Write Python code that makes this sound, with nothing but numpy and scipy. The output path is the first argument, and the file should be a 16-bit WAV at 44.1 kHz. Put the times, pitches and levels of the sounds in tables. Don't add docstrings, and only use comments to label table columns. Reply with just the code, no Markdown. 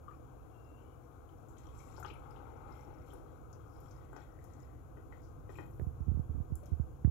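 import sys
import numpy as np
from scipy import signal
from scipy.fft import rfft, irfft
from scipy.io import wavfile
from scipy.ndimage import uniform_filter1d

SR = 44100
rng = np.random.default_rng(int(sys.argv[2]) if len(sys.argv) > 2 else 0)


def pcm_store(signal):
    levels = np.round(np.clip(np.atleast_2d(signal), -1, 1) * 32767)
    wavfile.write(sys.argv[1], SR, levels.astype(np.int16).T)


N = 313222
TIME = np.arange(N) / SR


def from_db(db):
    return 10 ** (np.asarray(db) / 20)


def rms_one(x):
    return x / np.sqrt(np.mean(x ** 2) + 1e-20)


def peak_one(x):
    return x / (np.abs(x).max() + 1e-20)


def energy_one(x):
    return x / np.sqrt(np.sum(x ** 2) + 1e-20)


def add(track, start_s, sound):
    start = max(round(start_s * SR), 0)
    track[start:start + len(sound)] += sound[:max(N - start, 0)]


def drift(rate_hz):
    knots = rng.standard_normal(int(N / SR * rate_hz) + 2)
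    return rms_one(np.interp(TIME * rate_hz, np.arange(len(knots)), knots))


def resonate(x, hz, width_hz):
    radius = np.exp(-np.pi * 1.5 * width_hz / SR)
    angle = 2 * np.pi * min(hz, .45 * SR) / SR
    edge = (1 - radius ** 2) / 2
    section = [edge, 0, -edge, 1, -2 * radius * np.cos(angle), radius ** 2]
    return signal.sosfilt([section, section], x + 1e-18)


def body(x, modes):
    out = 0
    for k, (hz, width_hz, level_db) in enumerate(modes):
        out = out + from_db(level_db) * (-1) ** k * resonate(x, hz, width_hz)
    return out


def high_pass(x, hz, q):
    w = 2 * np.pi * hz
    return signal.lfilter(*signal.bilinear([1, 0, 0], [1, w / q, w * w], SR), x + 1e-18)


def grains(per_s, spread_db):
    born = rng.random(N) < per_s * from_db(3 * drift(25)) / SR
    size_db = spread_db * np.minimum(rng.exponential(1, N), 4)
    return born * rng.choice([-1, 1], N) * from_db(size_db)


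def crack(t60_s):
    t = TIME[:SR // 5]
    return rng.standard_normal(len(t)) * from_db(-60 * t / t60_s)


def kitchen(x, wet_db, right_db):
    t60_s = 0.28
    t = TIME[:SR // 2]
    tails = rng.standard_normal((2, len(t))) * from_db(-60 * t / t60_s) * (t > .005)
    tails = signal.sosfilt(signal.butter(1, 11000, fs=SR, output="sos"), tails)
    tails *= from_db(wet_db) / np.sqrt(np.sum(tails ** 2, axis=1, keepdims=True))
    tails[:, 0] = 1
    both = signal.fftconvolve(x[None], tails, axes=1)[:, :N]
    both /= np.sqrt(1 + from_db(2 * wet_db))
    return both * from_db([[0], [right_db]])


def stream():
    # hz, width_hz, level_db
    column_modes = [(816, 185, 0), (821, 100, 6.5), (1010, 110, -7.5), (1283, 135, 1), (1500, 180, -12.5)]
    # hz, width_hz, level_db
    slosh_modes = [(247, 36, -6), (351, 85, -4), (446, 100, -1.5), (540, 260, -9)]
    # hz, width_hz, level_db
    fizz_modes = [(1940, 60, -7.5), (2085, 140, -15), (2340, 670, -5.5), (3252, 100, -5), (3850, 690, -9)]
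    # hz, width_hz, level_db
    spray_modes = [(5580, 910, -1), (7290, 670, 1.5), (10280, 1500, -6), (12800, 1600, -3)]
    gurgle_gain, fizz_gain, spray_gain = stream_gains()

    gurgle = rms_one(body(grains(per_s=1100, spread_db=3.0), column_modes))
    gurgle *= gurgle_gain * from_db(-2.0)
    slosh = rms_one(body(grains(per_s=280, spread_db=1.0), slosh_modes))
    slosh *= gurgle_gain * from_db(-5)

    fizz = bubble_cloud(fizz_modes, per_s=370, cycles=29, spread_db=5.0)
    fizz += rms_one(body(grains(per_s=1200, spread_db=6.0), fizz_modes))
    fizz *= fizz_gain * from_db(-4)
    spray = bubble_cloud(spray_modes, per_s=570, cycles=110, spread_db=7.5)
    spray += rms_one(body(grains(per_s=4600, spread_db=1.5), spray_modes))
    spray *= spray_gain * from_db(-7.0)

    low = kitchen(gurgle + slosh + fizz, wet_db=-3.5, right_db=-45)
    return low + kitchen(spray, wet_db=-10.5, right_db=-36)


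def stream_gains():
    # time_s, level_db
    pour = [(0, -63.5), (1.1, -63), (1.8, -60), (2.15, -55), (2.8, -55), (3.05, -60.5), (3.9, -60),
            (4.5, -62.5), (4.85, -65.5), (5.7, -63.5), (7.1, -69.5)]
    # start_s, hold_s, fizz_db, spray_db
    spatters = [(1.562, 0.14, -73, -69.5), (1.743, 0.29, -73.5, -66.5), (2.04, 0.061, -65.5, -70),
                (2.665, .16, -77, -70.5), (3.055, 0.094, -75, -66), (3.73, 0.25, -79.5, -71),
                (4.12, .09, -71.5, -74), (4.423, 0.21, -78.5, -75.5), (5.115, 0.044, -77, -78),
                (5.49, 0.12, -71.5, -67), (6.627, 0.04, -75, -70.5)]
    pour_db = np.interp(TIME, *np.transpose(pour))
    below_full_db = pour_db + 56
    fizz, spray = np.zeros((2, N))
    for start_s, hold_s, fizz_db, spray_db in spatters:
        shape = spatter(start_s, hold_s)
        fizz = np.hypot(fizz, from_db(fizz_db) * shape)
        spray = np.hypot(spray, from_db(spray_db) * shape)
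    gurgle_gain = np.hypot(from_db(pour_db), from_db(7) * fizz)
    fizz_gain = np.hypot(from_db(-79.5 + 0.81 * below_full_db), fizz)
    spray_gain = np.hypot(from_db(-78 + 0.37 * below_full_db), spray)
    return gurgle_gain, fizz_gain, spray_gain


def spatter(start_s, hold_s):
    attack_s, t60_s = 0.0079, 0.28
    rise = np.clip((TIME - start_s) / attack_s, 0, 1)
    return rise * from_db(-60 * np.clip(TIME - start_s - hold_s, 0, 1) / t60_s)


def bubble_cloud(spectrum, per_s, cycles, spread_db):
    out, t, rows = np.zeros(N), TIME[:SR // 30], np.array(spectrum)
    draws = rng.random((6000, 4))
    for when, row, offset, size in draws[:int(per_s * N / SR)]:
        hz, width_hz, level_db = rows[int(row * len(rows))]
        hz = hz + (offset - .5) * width_hz
        size_db = spread_db * min(-np.log(size), 4)
        fall_db = 60 * t * hz / cycles
        onset = 1 - np.exp(-t * hz / 2)
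        bubble = from_db(level_db + size_db - fall_db) * np.sin(2 * np.pi * hz * t) * onset
        add(out, when * N / SR, bubble)
    return rms_one(out)


def trills():
    # start_s, end_s, hz, width_hz, level_db
    runs = [(0.506, .84, 2756, 55, -77.5), (0.752, .966, 2960, 140, -80), (.76, 0.98, 2300, 80, -83),
            (1.65, 1.924, 1103, 36, -63), (1.7, 2.05, 7200, 1000, -73), (2.19, 3.084, 2190, 573, -75.5),
            (2.23, 2.963, 831, 57.5, -60.5), (2.67, 2.83, 2090, 110, -72), (2.75, 3.366, 390, 194, -61.5),
            (3.643, 3.974, 5300, 790, -82), (3.92, 4.816, 1910, 199, -77), (5.195, 5.3, 5440, 1600, -74),
            (5.526, 5.744, 337, 70, -59), (5.6, 5.89, 12600, 3040, -75)]
    out = np.zeros(N)
    for start_s, end_s, hz, width_hz, level_db in runs:
        swell = np.clip(np.minimum(TIME - start_s, end_s - TIME) / 0.046, 0, 1)
        run = resonate(grains(per_s=450, spread_db=1.5), hz, width_hz)
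        supply = np.sqrt(np.abs(uniform_filter1d(run ** 2, size=SR // 20)) + 1e-12)
        out += from_db(level_db) * swell * run / supply
    return kitchen(out, wet_db=-4.5, right_db=-29)


def ice():
    # start_s, level_db, bright_db, low_db
    knocks = [(1.979, -42, -37, -14), (2.027, -50.5, -23, -11), (2.046, -37.5, -23, -16),
              (2.099, -50, -23, -11), (3.13, -49, -28, -4), (4.129, -44, -29, -12),
              (4.163, -42, -17.5, -16), (4.97, -51.5, -14.5, -5.5), (5.123, -49.5, -12.5, -10),
              (5.492, -48.5, -11.5, -2), (5.585, -40.5, -9.5, -8.5)]
    # hz, width_hz, level_db
    knock_modes = [(303.4, 23, -2.5), (420, 86, -7), (646, 230, -14), (844, 146, 2.5), (1186, 120, -3.5),
                   (1385, 94, -2.5), (1524, 116, -4.5), (1900, 117, 10.5), (2490, 82, 4), (3110, 120, -5.5),
                   (3860, 130, -17)]
    out = np.zeros(N)
    for start_s, level_db, bright_db, low_db in knocks:
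        modes = np.array(knock_modes, float)
        modes[:, 2] += 0.52 * rng.standard_normal(len(modes))
        low, middle, high = np.split(modes, [2, 7])
        contact = .5 * energy_one(crack(t60_s=0.034))
        contact[0] += 1
        knock = energy_one(body(contact, middle))
        knock += from_db(bright_db + 5.5) * energy_one(body(contact, high))
        knock += from_db(low_db + 9.0) * energy_one(body(contact, low))
        add(out, start_s, from_db(level_db + 21.5) * knock)
    return kitchen(out, wet_db=-2.5, right_db=-23.5)


def plops():
    # start_s, level_db, pitch_hz
    bubbles = [(.081, -35.5, 1174), (.11, -42.5, 1230), (0.083, -58, 3060), (.13, -59, 2400),
               (1.291, -58.5, 3100), (1.802, -52, 2220), (1.999, -41.5, 745), (2.027, -35, 1336),
               (2.047, -33.5, 1264), (2.048, -39, 2980), (2.1, -38.5, 2480), (2.103, -41.5, 2970),
               (2.156, -48, 2230), (2.361, -49, 3070), (3.102, -52.5, 3180), (3.975, -56, 2000),
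               (4.389, -52, 1920), (5.125, -45.5, 1960), (5.554, -46.5, 2400), (6.63, -48.5, 575)]
    out, t = np.zeros(N), TIME[:SR // 5]
    for start_s, level_db, hz in bubbles:
        t60_s = 34 / hz
        phase = 2 * np.pi * hz * t * (1 + 0.026 * t / t60_s)
        onset = 1 - np.exp(-t / 0.0014)
        ring = from_db(-60 * t / t60_s) * np.sin(phase) * onset
        splash = from_db(-10) * peak_one(resonate(crack(t60_s=0.044), hz, 0.12 * hz))
        add(out, start_s, from_db(level_db + 3.5) * (ring + splash))
    return kitchen(out, wet_db=-5.5, right_db=-25.5)


def ticks():
    # start_s, level_db, ring_hz, t60_s, snap_db
    bursts = [(1.485, -62.5, 7200, 0.23, -5), (1.5832, -57.5, 6940, .04, -22), (1.79, -58, 6560, .047, -11),
              (1.965, -58, 5180, 0.12, -21), (1.999, -54, 12100, .09, -8), (2.031, -54.5, 6700, .033, -8),
              (2.061, -55, 5470, 0.032, -23), (2.137, -60, 10300, 0.046, -14),
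              (2.3083, -60, 5300, 0.039, -6), (3.135, -56, 10700, .036, 2), (3.529, -57, 5800, 0.045, -14),
              (3.8022, -60, 12100, .038, -8), (3.91, -60, 5760, .035, -23),
              (4.164, -59.5, 6000, 0.044, -10), (4.441, -58.5, 6750, 0.057, -2),
              (4.535, -64, 6650, 0.04, -22), (4.602, -63, 6650, .03, -24), (6.5552, -45, 7420, 0.01, -1),
              (6.631, -65, 11000, .02, -6), (6.658, -56.5, 6570, .035, -7)]
    out = np.zeros(N)
    snap_band = signal.butter(2, [8200, 13500], "band", fs=SR, output="sos")
    for start_s, level_db, hz, t60_s, snap_db in bursts:
        snap = energy_one(crack(t60_s=max(t60_s, .002)))
        snap[0] += .35
        tick = peak_one(resonate(snap, hz, 1100))
        tick += from_db(snap_db + 6.0) * peak_one(signal.sosfilt(snap_band, snap))
        low_cut = signal.butter(6, min(0.68 * hz, .4 * SR), "high", fs=SR, output="sos")
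        tick = signal.sosfilt(low_cut, tick)
        add(out, start_s, from_db(level_db + 7.0) * peak_one(tick))
    return kitchen(out, wet_db=-7.0, right_db=-36)


def bumps():
    # start_s, force_db, time_constant_s
    pushes = [(5.795, -22, 0.002), (5.8132, -18, 0.0043), (5.819, -10, 0.0038), (5.8672, -15, 0.0022),
              (6.0049, -14.5, 0.0028), (6.0675, -19.5, 0.0025), (6.0811, -12.5, 0.002),
              (6.091, -11, 0.0038), (6.116, -14.5, 0.0019), (6.1442, -6.5, 0.0043), (6.1729, -21, 0.0012),
              (6.194, -14.5, 0.0016), (6.2935, -6.5, 0.0054), (6.3434, -6, 0.0062), (6.375, -8, 0.0054),
              (6.402, -16, 0.0021), (6.5017, -19.5, 0.0032), (6.5207, -13.5, 0.0021),
              (6.7176, -7.5, 0.0039), (6.7292, -13.5, 0.0033), (6.7975, -11.5, 0.002), (7.047, -5, 0.0016),
              (7.0751, -13, 0.0016)]
    # start_s, level_db, lowpass_hz
    taps = [(5.7971, -35.5, 4500), (5.8123, -40, 905), (7.0468, -33, 2180)]
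    # hz, width_hz, level_db
    housing_modes = [(388, 140, 10.5), (755, 720, -19.5), (1680, 420, -9.5), (4200, 2700, -50),
                     (12500, 4700, -46)]
    force, clicks, t = np.zeros(N), np.zeros(N), TIME[:SR // 10]
    for start_s, force_db, time_constant_s in pushes:
        u = t / max(time_constant_s, .0003)
        add(force, start_s, from_db(force_db) * (u / 2) ** 2 * np.exp(2 - u))
    tap = body(signal.unit_impulse(len(t)), housing_modes)
    for start_s, level_db, lowpass_hz in taps:
        soft = signal.butter(1, min(lowpass_hz, .45 * SR), fs=SR, output="sos")
        add(clicks, start_s, from_db(level_db) * peak_one(signal.sosfilt(soft, tap)))
    boom = high_pass(force, hz=70.4, q=3.95)
    boom = high_pass(boom, hz=143, q=1.09)
    boom = high_pass(boom, hz=24, q=0.65)
    rub = from_db(-41.0) * force * rms_one(resonate(rng.standard_normal(N), hz=260, width_hz=80))
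    sway = from_db(-19.5) * resonate(force, hz=45.0, width_hz=18)
    near = boom + rub + sway + clicks
    far = from_db(-34.5) * resonate(boom, hz=109, width_hz=57) + from_db(-18) * clicks
    return np.array([far, near])


def room():
    # hz, left_db_per_hz, right_db_per_hz, before the level curve
    rumble_spectrum = [(22, -97, -95.5), (42, -78.5, -70.5), (68, -72.5, -66), (101, -69, -75),
                       (134.1, -74.5, -72), (163.3, -81, -86.5), (216, -90.5, -100), (319, -120, -120)]
    # time_s, level_db
    rumble_level = [(0, -3.5), (1.15, -5.5), (1.9, 0), (2.5, -2), (4.8, -2), (5.7, 2)]
    # hz, left_db_per_hz, right_db_per_hz
    rush_spectrum = [(162.5, -105, -112), (244, -83.5, -87.5), (334, -78.5, -94), (350, -89, -90),
                     (501.4, -81.5, -103.5), (595, -94.5, -109), (713, -86, -109), (814, -92.5, -112),
                     (974, -98, -115), (1020, -91.5, -114), (1187, -94, -116), (1260, -103, -115),
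                     (1557, -99, -120), (1820, -122, -135)]
    # hz, left_db_per_hz, right_db_per_hz
    hiss_spectrum = [(1520, -118, -122), (2160, -114, -122), (2350, -111, -124), (3460, -120, -125),
                     (4350, -125, -126), (5270, -124, -126), (6180, -116, -127), (6600, -114, -128),
                     (6700, -112, -128), (7630, -121, -128), (9600, -121, -125), (11040, -116, -120),
                     (13200, -118, -121), (15700, -122, -124)]
    # hz, left_rms_db
    hum_tones = [(120, -68.5), (323, -77), (3386, -102), (6848, -93.5)]
    hum = np.zeros(N)
    for hz, rms_db in hum_tones:
        phase = 2 * np.pi * hz * TIME + 1.02 * drift(11)
        hum += from_db(rms_db) * np.sqrt(2) * np.sin(phase)
    rumble_gain = from_db(np.interp(TIME, *np.transpose(rumble_level)))
    rumble = rumble_gain * steady_noise(rumble_spectrum, alike=0.53)
    air = steady_noise(rush_spectrum, alike=0.33) + steady_noise(hiss_spectrum, alike=0.0)
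    return rumble + air + hum * from_db([[0], [-7]])


def steady_noise(spectrum, alike):
    hz, left_db, right_db = np.transpose(spectrum)
    log_f = np.log(np.maximum(np.arange(N // 2 + 1) * SR / N, 1))
    log_hz = np.log(hz)
    outside = np.maximum(log_hz[0] - log_f, 0) + np.maximum(log_f - log_hz[-1], 0)
    colour = [from_db(np.interp(log_f, log_hz, db) - 60 * outside) for db in (left_db, right_db)]
    one, other = rng.standard_normal((2, N))
    white = np.array([one, alike * one + np.sqrt(1 - alike ** 2) * other])
    return irfft(rfft(white) * colour, N) * np.sqrt(SR / 2)


def scene():
    return stream() + trills() + ice() + plops() + ticks() + bumps() + room()


def record(dry):
    return signal.sosfilt(signal.ellip(10, .2, 70, 15750, fs=SR, output="sos"), dry)


dry = scene()
out = record(dry)
pcm_store(out)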